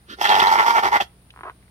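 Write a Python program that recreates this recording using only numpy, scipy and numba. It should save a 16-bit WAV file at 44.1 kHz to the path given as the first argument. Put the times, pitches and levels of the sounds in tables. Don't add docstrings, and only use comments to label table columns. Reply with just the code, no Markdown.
import sys
import numpy as np
from scipy import signal
from scipy.fft import rfft, irfft
from scipy.io import wavfile
from scipy.ndimage import uniform_filter1d
from numba import njit

SR = 44100
rng = np.random.default_rng(int(sys.argv[2]) if len(sys.argv) > 2 else 0)


def unload_wav(signal):
    wavfile.write(
        sys.argv[1],
        SR,
        np.round(np.clip(np.atleast_2d(signal).T, -1, 1) * 32767).astype(np.int16),
    )


N = 74970

# time_s, level_db
EFFORT = [(0.17, -51.5), (0.208, -28.5), (0.216, -18), (0.24, -22.5), (0.248, -13.5), (0.288, -23),
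          (0.296, -13.5), (0.318, -10.5), (0.348, -15.5), (0.358, -13), (0.378, -16), (0.406, -11.5),
          (0.416, -26), (0.424, -9), (0.456, -16.5), (0.462, -12), (0.508, -17), (0.522, -10), (0.574, -18),
          (0.596, -10.5), (0.652, -21), (0.67, -11), (0.68, -14), (0.71, -13), (0.724, -23.5),
          (0.764, -12.5), (0.796, -14), (0.804, -26.5), (0.822, -29), (0.834, -16), (0.88, -16.5),
          (0.908, -36.5), (0.926, -14.5), (0.968, -13), (0.99, -37), (1.01, -13), (1.06, -68.5)]
# time_s, middle_db, treble_db, low_db, hiss_db
BAND_GAINS = [(.19, 9, 7.5, 15.5, 1), (.225, -3, 8.5, -4.5, 9), (.255, 10, 7.5, -3.5, 3),
              (.288, 2.5, 9, 2.5, 3.5), (.315, 0, -1, -8, -2.5), (.345, 2, 2.5, 0.5, -1),
              (.40, 3.5, -2, 1, 2.5), (.45, 1, -4, -1, -3.5), (.525, 0, -4, -1, 1),
              (.59, 5, -2.5, -1, -3.5), (.70, 0.5, -4.5, 0, 1.5), (.78, 2.5, -7.5, -3, -3),
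              (.85, 2.5, -1.5, 3, -0.5), (.94, 2.5, -9, 1, -2), (1.005, 2.5, 5.5, -3.5, -3.5),
              (1.035, 1, 7, 17, 8)]
# time_s, first_hz, second_hz
MOUTH = [(.2, 803, 1960), (.25, 886, 1810), (.36, 856, 1780), (.45, 903, 2000), (.55, 888, 2065),
         (.70, 923, 2110), (.79, 857.2, 2126), (.95, 920, 2017), (1.04, 745, 1790)]
# time_s, pitch_hz, buzz_share (0-1)
FOLDS = [(.2, 205.3, 0.22), (.33, 211.9, 0.06), (.44, 218.7, 0.08), (.53, 218.9, 0.08), (.64, 221.8, 0.34),
         (.675, 234.4, 0.8), (.72, 231.3, 0.82), (.78, 228, 0.61), (.83, 219.3, 0.2), (.95, 206.5, .5),
         (1.04, 193.1, 0.34)]
# time_s, air_db
HOARSENESS = [(.22, 0), (.3, -6), (.44, -5), (.52, 4), (1.0, 3)]
# centre_hz, width_hz, gain_db
LOW_BANDS = [(95, 70, -26), (225, 110, -22), (395, 130, -13), (730, 70, -17)]
MIDDLE_BANDS = [(1082, 190, -9), (1336, 120, -4.5), (1922, 310, -17), (2480, 300, -32)]
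TREBLE_BANDS = [(2714, 460, -17.5), (3250, 343, -15.5), (4074, 300, -25)]
HISS_BANDS = [(5010, 2400, -31), (5340, 2000, -29), (9020, 2800, -35), (12840, 4000, -32.5)]
# time_s, level_db, centre_hz
CATCHES = [(0.2931, -12.5, 3740), (0.354, -12.5, 3000), (0.402, -9.5, 3000), (0.418, -15.5, 2675),
           (0.472, -18.5, 3770), (0.588, -18.5, 1970), (1.008, -19.5, 2740)]
# time_s, level_db
INTAKE = [(.065, -68), (.10, -38.5), (.14, -37.5), (.165, -73)]
# start_s, strength_db
SLIPS = [(1.339, -39.5), (1.362, -31.5), (1.375, -32), (1.391, -29.5), (1.409, -25.5), (1.434, -23),
         (1.4369, -25.5), (1.496, -30), (1.498, -22.5)]
# time_s, level_db
CHATTER = [(1.440, -41.5), (1.457, -33.5), (1.483, -32.5), (1.495, -54), (1.52, -50.5)]
# time_s, level_db, centre_hz
STRAW_TICKS = [(.125, -48, 10900), (1.223, -58, 11500), (1.3055, -36.5, 3080), (1.627, -50.5, 2070),
               (1.680, -48, 1900)]
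# pitch_hz, level_db
HUM_PARTIALS = [(60.3, -57.5), (120.6, -62.5), (181, -66)]
# frequency_hz, gain_db
INTAKE_COLOUR = [(120, -33.5), (200, -5.5), (422, -2), (772, -29.5), (859, -23), (1440, 1.5), (2200, -15),
                 (3150, -7), (6290, -23), (7380, -37), (14000, -34)]
SLIP_COLOUR = [(120, -61), (200, -26.5), (360, -8), (537, -19.5), (1030, -2.5), (1870, -11.5),
               (3990, -30.5), (4590, -44), (8000, -52), (10400, -66), (17600, -120)]
CHATTER_COLOUR = [(120, -81), (200, -44.5), (365, 2), (505, -17), (720, -7), (802, -9), (1090, -2),
                  (2150, -23.5), (2630, -27), (8000, -64), (10400, -88.5), (17600, -120)]
FLOOR_COLOUR = [(20, -24), (50, -10), (75, -6), (130, -10.5), (190, -12.5), (300, -16.5), (700, -23.5),
                (1700, -30), (4700, -35), (7300, -45.5), (8600, -36), (9550, -23), (10600, -40.5),
                (15500, -41)]
# frequency_hz, left_minus_right_db
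RAM_BALANCE = [(100, 0.5), (380, -3), (800, -0.5), (1290, -3), (2400, -1.5), (4400, -9), (8100, 9.5),
               (15000, 2)]
# frequency_hz, lag_s
RAM_LAG = [(870, 0.00024), (1400, 0.00031), (4000, 0.000348)]
NEAR_LAG = [(100, -.00014), (10000, -.00014)]

FLAP_HZ, CHATTER_HZ = 97.75, 648
AIR_LEAK, AIR_DECAY_CYCLES, RASP_DB = 0.25, 0.53, 1.5
HISS_DB, HISS_FOLLOW = 10, 0.77
HISS_SPREAD = 0.35
FLOOR_DB = -55


def ram():
    intake = unit(colour(rng.standard_normal(N), INTAKE_COLOUR)) * envelope(INTAKE)
    catches = sum(undb(db) * burst(time_s, rise_s=0.001, decay_s=0.0018, hz=hz, width_hz=1300)
                  for time_s, db, hz in CATCHES)
    direct = microphones(intake + bleat() + catches, RAM_LAG)
    early = undb(-4) * reflections(direct, t60_s=0.07, low_hz=1660)
    pen = undb(-18.5) * reflections(direct, t60_s=0.21, low_hz=703)
    lean_db = spectrum(RAM_BALANCE) / 2
    return irfft(rfft(direct + early + pen) * undb([lean_db, -lean_db]), N)


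def bleat():
    flaps, flap_phase = pulse_train(FLAP_HZ, jitter=0.1, scatter_db=4.5)
    buzz, _ = pulse_train(curve(FOLDS), jitter=0.012, scatter_db=6.5)
    rattle = unit(flaps + undb(curve(HOARSENESS)) * pulsed_air(flap_phase))
    buzz_share = curve(FOLDS, column=2)
    source = np.sqrt(buzz_share) * buzz + np.sqrt(1 - buzz_share) * rattle
    voice = voice_tone(source, flap_phase)
    running_power = uniform_filter1d(uniform_filter1d(voice ** 2, size=900), size=500)
    even_voice = voice / np.sqrt(running_power + 1e-12)
    effort = envelope(EFFORT)
    return even_voice * effort + breath_hiss(flap_phase) * effort ** HISS_FOLLOW


def voice_tone(source, flap_phase):
    first = undb(3.5) * resonate(source, curve(MOUTH), width_hz=179)
    second = undb(-13.5) * resonate(source, curve(MOUTH, column=2), width_hz=397)
    middle = second + bank(source, MIDDLE_BANDS)
    rasp = undb(RASP_DB) * pulsed_air(flap_phase)
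    treble = bank(unit(source + rasp), TREBLE_BANDS)
    low = bank(source, LOW_BANDS)
    return first + sum(undb(curve(BAND_GAINS, column)) * band
                       for column, band in enumerate([middle, treble, low], start=1))


def pulsed_air(flap_phase):
    return unit(rng.standard_normal(N) * (AIR_LEAK + np.exp(-flap_phase / AIR_DECAY_CYCLES)))


def breath_hiss(flap_phase):
    shared, left, right = (bank(pulsed_air(flap_phase), HISS_BANDS) for _ in range(3))
    hiss = np.sqrt(1 - HISS_SPREAD) * shared + np.sqrt(HISS_SPREAD) * np.array([left, right])
    return undb(HISS_DB + curve(BAND_GAINS, column=4)) * hiss


def creak():
    slips = np.zeros(N)
    for start_s, db in SLIPS:
        slips[int(start_s * SR)] += undb(db)
    slips = colour(slips, SLIP_COLOUR)
    slips *= undb(max(db for _, db in SLIPS)) / np.abs(slips).max()
    pulses, _ = pulse_train(CHATTER_HZ, jitter=0.2, scatter_db=4)
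    chatter = unit(colour(pulses - pulses.mean(), CHATTER_COLOUR)) * envelope(CHATTER)
    direct = microphones(slips + chatter, NEAR_LAG)
    return direct + undb(-8) * reflections(direct, t60_s=0.063, low_hz=394)


def straw():
    ticks = sum(undb(db) * burst(time_s, rise_s=0.00026, decay_s=0.002, hz=hz, width_hz=hz / 3)
                for time_s, db, hz in STRAW_TICKS)
    direct = microphones(ticks, NEAR_LAG)
    return direct + undb(-9) * reflections(direct, t60_s=0.026, low_hz=806)


def background():
    t = np.arange(N) / SR
    hum = sum(np.sqrt(2) * undb(db) * np.sin(2 * np.pi * (hz * t + rng.random()))
              for hz, db in HUM_PARTIALS)
    mid, side = colour(rng.standard_normal((2, N)), FLOOR_COLOUR)
    side = colour(side, [(150, -13.5), (500, -11), (1500, 0)])
    return hum + undb(FLOOR_DB) * unit(np.array([mid + side, mid - side]))


def microphones(x, lag):
    half_delay = np.exp(-1j * np.pi * np.fft.rfftfreq(N, 1 / SR) * spectrum(lag))
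    return irfft(rfft(x) * np.array([half_delay, half_delay.conj()]), N)


def reflections(x, t60_s, low_hz):
    t = np.arange(N // 2) / SR
    tails = rng.standard_normal((2, len(t))) * np.exp(-np.log(1000) * t / t60_s) * (t > .003)
    tails /= np.sqrt(np.sum(tails ** 2) / 2)
    low_cut = signal.butter(1, low_hz, "high", fs=SR, output="sos")
    return signal.fftconvolve(x, signal.sosfilt(low_cut, tails), axes=1)[:, :N]


def pulse_train(hz, jitter, scatter_db):
    rate_draw, size_draw = rng.standard_normal((N // 10, 2)).T
    pulses, phase = cycles(hz * np.ones(N), np.exp(jitter * rate_draw), undb(scatter_db * size_draw))
    return unit(pulses), phase


@njit
def cycles(hz, rate, size):
    pulses, phases, phase, cycle = np.zeros(len(hz) + 1), np.empty(len(hz)), 0., 0
    for i in range(len(hz)):
        step = hz[i] * rate[cycle] / SR
        phase += step
        if phase >= 1:
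            phase, cycle = phase - 1, cycle + 1
            share = min(phase / step, 1.)
            pulses[i] += size[cycle] * share
            pulses[i + 1] += size[cycle] * (1 - share)
        phases[i] = phase
    return pulses[:-1], phases


def burst(peak_s, rise_s, decay_s, hz, width_hz):
    age = np.arange(N) / SR - peak_s
    swell = np.exp(-np.abs(age) / np.where(age < 0, rise_s, decay_s))
    return unit(resonate(rng.standard_normal(N), hz, width_hz)) * swell


def bank(x, bands):
    return sum(undb(db) * resonate(x, hz, width_hz) for hz, width_hz, db in bands)


def resonate(x, hz, width_hz):
    hz, width_hz = hz * np.ones(N), float(width_hz)
    return band_pass(band_pass(x, hz, width_hz), hz, width_hz)


@njit
def band_pass(x, hz, width_hz):
    y, band_state, low_state = np.empty(len(x)), 0., 0.
    for i in range(len(x)):
        tuning, damping = np.tan(np.pi * hz[i] / SR), width_hz / hz[i]
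        band = (band_state + tuning * (x[i] + 1e-18 - low_state)) / (1 + tuning * (tuning + damping))
        band_state = 2 * band - band_state
        low_state += 2 * tuning * band
        y[i] = damping * band
    return y


def colour(x, points):
    cepstrum = irfft(np.log(undb(spectrum(points))), N)
    cepstrum[1:N // 2] *= 2
    cepstrum[N // 2 + 1:] = 0
    return irfft(rfft(x) * np.exp(rfft(cepstrum)), N)


def spectrum(points):
    hz, values = np.array(points).T
    return np.interp(np.log(np.fft.rfftfreq(N, 1 / SR) + 1), np.log(hz), values)


def envelope(table):
    t = np.arange(N) / SR
    return undb(curve(table)) * (t > table[0][0]) * (t < table[-1][0])


def curve(table, column=1):
    rows = np.array(table)
    return np.interp(np.arange(N) / SR, rows[:, 0], rows[:, column])


def undb(db):
    return 10 ** (np.asarray(db) / 20)


def unit(x):
    return x / np.sqrt(np.mean(x ** 2))


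def scene():
    return ram() + creak() + straw() + background()


def record(dry):
    top_cut = signal.ellip(10, .2, 80, 15850, fs=SR, output="sos")
    return signal.sosfilt(top_cut, np.clip(dry, -1, 1))


dry = scene()
out = record(dry)
unload_wav(out)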